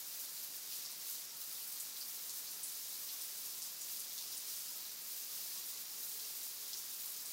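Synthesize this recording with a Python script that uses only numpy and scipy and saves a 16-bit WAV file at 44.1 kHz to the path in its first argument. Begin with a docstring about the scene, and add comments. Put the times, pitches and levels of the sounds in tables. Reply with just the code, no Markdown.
"""Shower spray patters and hisses into a bathtub in a small, hard-walled bathroom.
Thousands of drops land each second; now and then a fat one slaps down and scatters droplets.
Underneath, trapped bubbles plink, the drummed tub gives a dull wash, the drain gurgles faintly
and the house rumbles. A phone hears it in mono from outside the curtain."""
import sys
import numpy as np
from scipy import signal
from scipy.fft import rfft, irfft
from scipy.io import wavfile
from scipy.ndimage import uniform_filter1d

SR = 44100
rng = np.random.default_rng(int(sys.argv[2]) if len(sys.argv) > 2 else 0)


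def inscribe(sig):
    """Save sig as 16-bit PCM at rate SR to the path in sys.argv[1].

    A 1-D sig is mono; a 2-D sig holds one channel per row.
    Samples are clipped to [-1, 1] before scaling.
    """
    pcm = np.round(np.clip(np.atleast_2d(sig).T, -1, 1) * 32767)
    wavfile.write(sys.argv[1], SR, pcm.astype(np.int16))


N = 322812
ROOM_T60_S, TOP_HZ = .45, 15750


def undb(db):
    """Decibels to gain."""
    return 10 ** (np.asarray(db) / 20)


def level(x, db):
    """Set x to an rms level."""
    return x * undb(db) / np.sqrt(np.mean(x ** 2) + 1e-30)


def curves(table):
    """Automation lanes from a timed table, one value a sample."""
    times, *columns = np.transpose(table)
    return [np.interp(np.arange(N) / SR, times, column) for column in columns]


def bin_hz(x):
    """Frequency of each spectral bin of x."""
    return np.maximum(np.fft.rfftfreq(len(x), 1 / SR), 1)


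def colour(x, points):
    """EQ x along a curve of (f/Hz, level/dB) points."""
    hz, db = np.transpose(sorted(points))
    eq_db = np.interp(np.log(bin_hz(x)), np.log(hz), db)
    return irfft(rfft(x) * undb(eq_db), len(x))


def band(x, lo_hz, hi_hz):
    """Band-pass with equal-power crossovers."""
    hz = bin_hz(x)
    share = 1 / (1 + (lo_hz / hz) ** 20) / (1 + (hz / hi_hz) ** 20)
    return irfft(rfft(x) * np.sqrt(share), len(x))


def resonate(x, hz, width_hz):
    """A resonance applied twice, for steep skirts."""
    hz, width_hz = min(hz, SR * .45), min(width_hz, SR / 3)
    b, a = signal.iirpeak(hz, hz / width_hz, fs=SR)
    return signal.lfilter(b, a, signal.lfilter(b, a, x))


def wobble(rate):
    """Slewed random sample-and-hold, rate steps a second; spread near 1."""
    hold = max(int(SR / rate), 1)
    steps = np.repeat(rng.standard_normal(N // hold + 1), hold)
    return uniform_filter1d(steps, hold)[:N] * np.sqrt(3 / 2)


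def impacts(rate, spread_db, size=N):
    """Random clicks, rate a second, most small and a few large."""
    hits = rng.random(size) < rate / SR
    strength = undb(spread_db * np.minimum(rng.exponential(size=size), 5))
    return hits * strength * rng.choice([-1, 1], size)


def room_decay(t):
    """The diffuse tail builds within milliseconds and dies away; unit energy."""
    shape = np.exp(-np.log(1000) * t / ROOM_T60_S) * (1 - np.exp(-t / .0018))
    return shape / np.linalg.norm(shape)


# early reflections off tub and walls: nominal delay/s, gain
REFLECTIONS = [(.0021, .4), (.0074, 0.83), (0.0157, .35)]
def bathroom(x, tail_db):
    """One landing spot: direct sound, hard early echoes and its own diffuse tail."""
    t = np.arange(len(x)) / SR
    response = rng.standard_normal(len(t)) * room_decay(t) * undb(tail_db)
    response[0] += 1
    for delay_s, gain in REFLECTIONS:
        response[int(delay_s * rng.uniform(.8, 1.2) * SR)] += gain
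    return signal.fftconvolve(x, response)[:len(x)]


# EQ of the house rumble: f/Hz, relative level/dB
RUMBLE_EQ = [(5, 6), (22, 4), (33, -25), (45, -14), (65, -18), (110, -28), (400, -90)]
def house_rumble():
    """The house lays a faint bed of low noise."""
    return level(colour(rng.standard_normal(N), RUMBLE_EQ), -89)


# hollow gulps in the drain: t/s, peak level/dB, f/Hz, length/s
GULPS = [(5.89, -74, 383, 0.14), (5.917, -71, 434, .15), (6.08, -71, 448, 0.12), (6.175, -73, 441, .14),
         (6.56, -68, 426, 0.13), (6.657, -74, 418, 0.22)]
def drain(waver):
    """Gulps of air ring the drain pipe; each swells, wavers in pitch and fades."""
    t = np.arange(N) / SR
    out = np.zeros(N)
    for start_s, db, hz, length_s in GULPS:
        swell = np.sin(np.pi * np.clip((t - start_s) / length_s, 0, 1))
        phase = 2 * np.pi * np.cumsum(hz * (1 + waver * wobble(70))) / SR
        out += undb(db) * swell * np.sin(phase)
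    return out


# EQ of the tub's wash: f/Hz, relative level/dB
WASH_EQ = [(41, -53), (70, -27.5), (140, -4.5), (354, -3), (426, -4.5), (467, -3), (709, -3.5), (1080, -3),
           (1360, -2.5), (2800, -3.5), (3640, -16.5), (6160, -120)]
# body resonances of the tub: f/Hz, width/Hz, rms level/dB
TUB_RINGS = [(141, 13, -88.5), (431.6, 32, -85.5), (1078, 98, -83), (1249, 42, -86)]
def tub():
    """Spray drums on the wet tub: a dull wash with a few broad resonances."""
    drumming = impacts(9000, spread_db=3.4) * undb(.5 * wobble(20))
    rings = sum(level(resonate(drumming, hz, width), db) for hz, width, db in TUB_RINGS)
    wash = colour(impacts(9000, spread_db=1.93), WASH_EQ)
    return level(wash, -63.7) + rings


def bubbles(rate, lo_hz, hi_hz, cycles, spread_db, rise, db):
    """Drops trap air in the film of water; each bubble rings down as its pitch rises."""
    t = np.arange(SR // 20) / SR
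    out = np.zeros(N + len(t))
    for when, pitch, strength in rng.random((int(rate * N / SR), 3)):
        hz = lo_hz * (hi_hz / lo_hz) ** pitch
        age = t * hz / cycles
        phase = 2 * np.pi * np.cumsum(hz * (1 + rise * np.minimum(age, 2))) / SR
        start = int(when * N)
        out[start:start + len(t)] += undb(spread_db * strength ** 2) * np.exp(-age) * np.sin(phase)
    wet = bathroom(out[:N], tail_db=-2)
    return level(band(wet, lo_hz * .8, hi_hz * 1.25), db)


def splat(hz, width_hz, spatter_db, slap_s=.0017, scatter_s=.019):
    """A drop slaps and throws droplets that land just after; a narrow band is a bubble ringing."""
    t = np.arange(SR // 3) / SR
    slap = rng.standard_normal(len(t)) * np.exp(-t / slap_s)
    droplets = impacts(4000, spread_db=2, size=len(t)) * np.exp(-t / scatter_s)
    hit = resonate(level(slap, 0) + level(droplets, spatter_db), hz, width_hz)
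    # a drop makes next to nothing an octave under its main pitch
    return band(bathroom(hit, tail_db=-.5), hz * .56, TOP_HZ)


def land(cues, trim_db=-12.5):
    """Land one splat on each cue, all through a common trim."""
    out = np.zeros(N + SR)
    for start_s, db, hz, width_hz, spatter_db in cues:
        hit = level(splat(hz, width_hz, spatter_db), db + trim_db)
        start = int(start_s * SR)
        out[start:start + len(hit)] += hit
    return out[:N]


def stray_drops(rate, top_db, range_db, lo_hz, hi_hz, width_hz, spatter_db):
    """Smaller drops land with random timing, strength and pitch; top_db is pre-trim."""
    cues = []
    for when, faint, pitch in rng.random((int(rate * N / SR), 3)):
        hz = lo_hz * (hi_hz / lo_hz) ** pitch
        cues.append((when * N / SR, top_db - range_db * faint, hz, width_hz, spatter_db))
    return land(cues)


# fat drop hits: t/s, pre-trim level/dB, f/Hz, width/Hz, spatter against slap/dB
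FAT_DROP_CUES = [(.715, -49, 4600, 3000, -1), (.852, -47.5, 5400, 2000, -7), (1.609, -62, 2920, 300, -8),
                 (1.8, -43, 9250, 10000, -2), (2.011, -46, 4900, 1500, -7), (2.294, -45, 6500, 3500, 0),
                 (2.468, -52, 4300, 700, -4), (2.631, -40.5, 9350, 4000, 11), (3.089, -48, 4160, 1800, -10),
                 (3.125, -47, 13500, 5500, 0), (3.213, -46.5, 7000, 10000, -4),
                 (3.62, -42.5, 7200, 8000, 0), (3.81, -44.5, 7400, 5500, 3), (3.996, -44, 9600, 10000, 5),
                 (4.179, -45, 4870, 3000, 2), (4.325, -47.5, 5170, 4000, -6), (4.37, -45, 8800, 7500, -4),
                 (4.565, -49, 9500, 10000, -6), (5.164, -50, 13400, 10000, 0),
                 (6.197, -49.5, 4800, 3500, -9.5), (6.226, -56, 4450, 400, -8), (6.43, -48, 8200, 5500, -2),
                 (6.732, -43, 5250, 2800, -8), (6.765, -48, 6000, 1800, 5), (7.059, -45, 12400, 10000, -6),
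                 (7.258, -47, 8400, 7500, -2)]
def fat_drops():
    """The fattest drops and drips slap down as accents in the spray."""
    return land(FAT_DROP_CUES)


def spurts(rate, decay_s):
    """The jets surge at random: sudden attack, short decay; mean 0, spread 1."""
    kicks = (rng.random(N) < rate / SR) * 1.
    decay = np.exp(-np.arange(N) / SR / decay_s)
    surge = irfft(rfft(kicks) * rfft(decay), N)
    return level(surge - surge.mean(), 0)


# EQ of the spray: f/Hz, relative level/dB
SPRAY_EQ = [(1400, -23.5), (2400, -13), (3050, -9), (3750, -5), (4300, -4), (4800, -1), (6600, -2),
            (7600, -4), (10500, -4.5), (13200, -0.4), (15800, 0.5)]
def drops(rate, band_hz, clumps_db, spread_db, burst_s, tail_db):
    """One size of drop: short bursts whose echoes from countless spots merge into a noisy tail."""
    t = np.arange(SR // 3) / SR
    burst = np.exp(-t / burst_s)
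    drop_power = burst ** 2 / np.sum(burst ** 2) + (room_decay(t) * undb(tail_db)) ** 2
    hits = impacts(rate, spread_db) * undb(clumps_db)
    # tails wrap round: the water is already running, so the room is full from the start
    energy = irfft(rfft(hits ** 2) * rfft(drop_power, N), N)
    patter = rng.standard_normal(N) * np.sqrt(np.maximum(energy, 0))
    return level(band(colour(patter, SPRAY_EQ), *band_hz), 0)


# band edges around the heavy, light and mist layers: f/Hz
CROSSOVERS = [1000, 7200, 11800, 20000]
# slow swell of the spray: t/s, heavy base level/dB, mist base level/dB
SPRAY_SWELL = [(0.0, -53, -50), (0.12, -51.0, -49), (0.58, -53.0, -52.5), (0.74, -49.0, -48.5),
               (0.95, -51.5, -52.5), (1.1, -49.5, -47), (1.31, -53.0, -53.5), (1.44, -52.0, -49.5),
               (2.1, -51.5, -49.5), (2.42, -51.5, -50.5), (3.1, -50.5, -48.5), (4.1, -51, -50.5),
               (4.48, -49.5, -49.5), (5.0, -52.0, -50.5), (5.3, -49.5, -47.5), (5.88, -51.5, -52.0),
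               (6.08, -52, -48), (6.24, -51.5, -51.5), (6.7, -51.5, -50.5), (7.32, -51.5, -50.5)]
def spray():
    """Heavy drops patter, light ones crackle, mist hisses; all share the jets' spurts and clumps."""
    heavy_db, mist_db = curves(SPRAY_SWELL)
    light_db = heavy_db + .71 * (mist_db - heavy_db)  # mostly follows the mist
    surge = spurts(rate=22, decay_s=.022)
    clumps_db = wobble(35) + .63 * wobble(500)
    heavy = drops(3000, CROSSOVERS[:2], .5 * clumps_db, spread_db=1.9, burst_s=.00098, tail_db=-.27)
    light = drops(5500, CROSSOVERS[1:3], 1.2 * clumps_db, spread_db=2.15, burst_s=.00022, tail_db=-1.2)
    mist = drops(7000, CROSSOVERS[2:], 1.05 * clumps_db, spread_db=3.2, burst_s=.00015, tail_db=-1.7)
    heavy *= undb(heavy_db + .3 * surge - .5)
    light *= undb(light_db + .93 * surge - .97)
    mist *= undb(mist_db + surge + 3.5)
    return heavy + light + mist


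def scene():
    """Mix the water over the house rumble, the same in both channels."""
    rumble = house_rumble()
    water = spray() + fat_drops() + tub() + drain(waver=.0203)
    plinks = bubbles(rate=160, lo_hz=3560, hi_hz=7300, cycles=4.6, spread_db=8, rise=.024, db=-62.5)
    burble = bubbles(rate=70, lo_hz=902, hi_hz=3217, cycles=16, spread_db=11, rise=.017, db=-74.5)
    splashes = stray_drops(rate=4, top_db=-50, range_db=9,
                           lo_hz=6400, hi_hz=13500, width_hz=6200, spatter_db=-9)
    # drips into the standing water ring briefly
    drips = stray_drops(rate=7, top_db=-54.5, range_db=8,
                        lo_hz=3880, hi_hz=6800, width_hz=800, spatter_db=-10)
    mono = water + plinks + burble + splashes + drips + rumble
    return np.array([mono, mono])


def record(dry):
    """The phone cuts the top end steeply."""
    return signal.sosfilt(signal.ellip(12, .1, 80, TOP_HZ, fs=SR, output="sos"), dry)


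dry = scene()
out = record(dry)
inscribe(out)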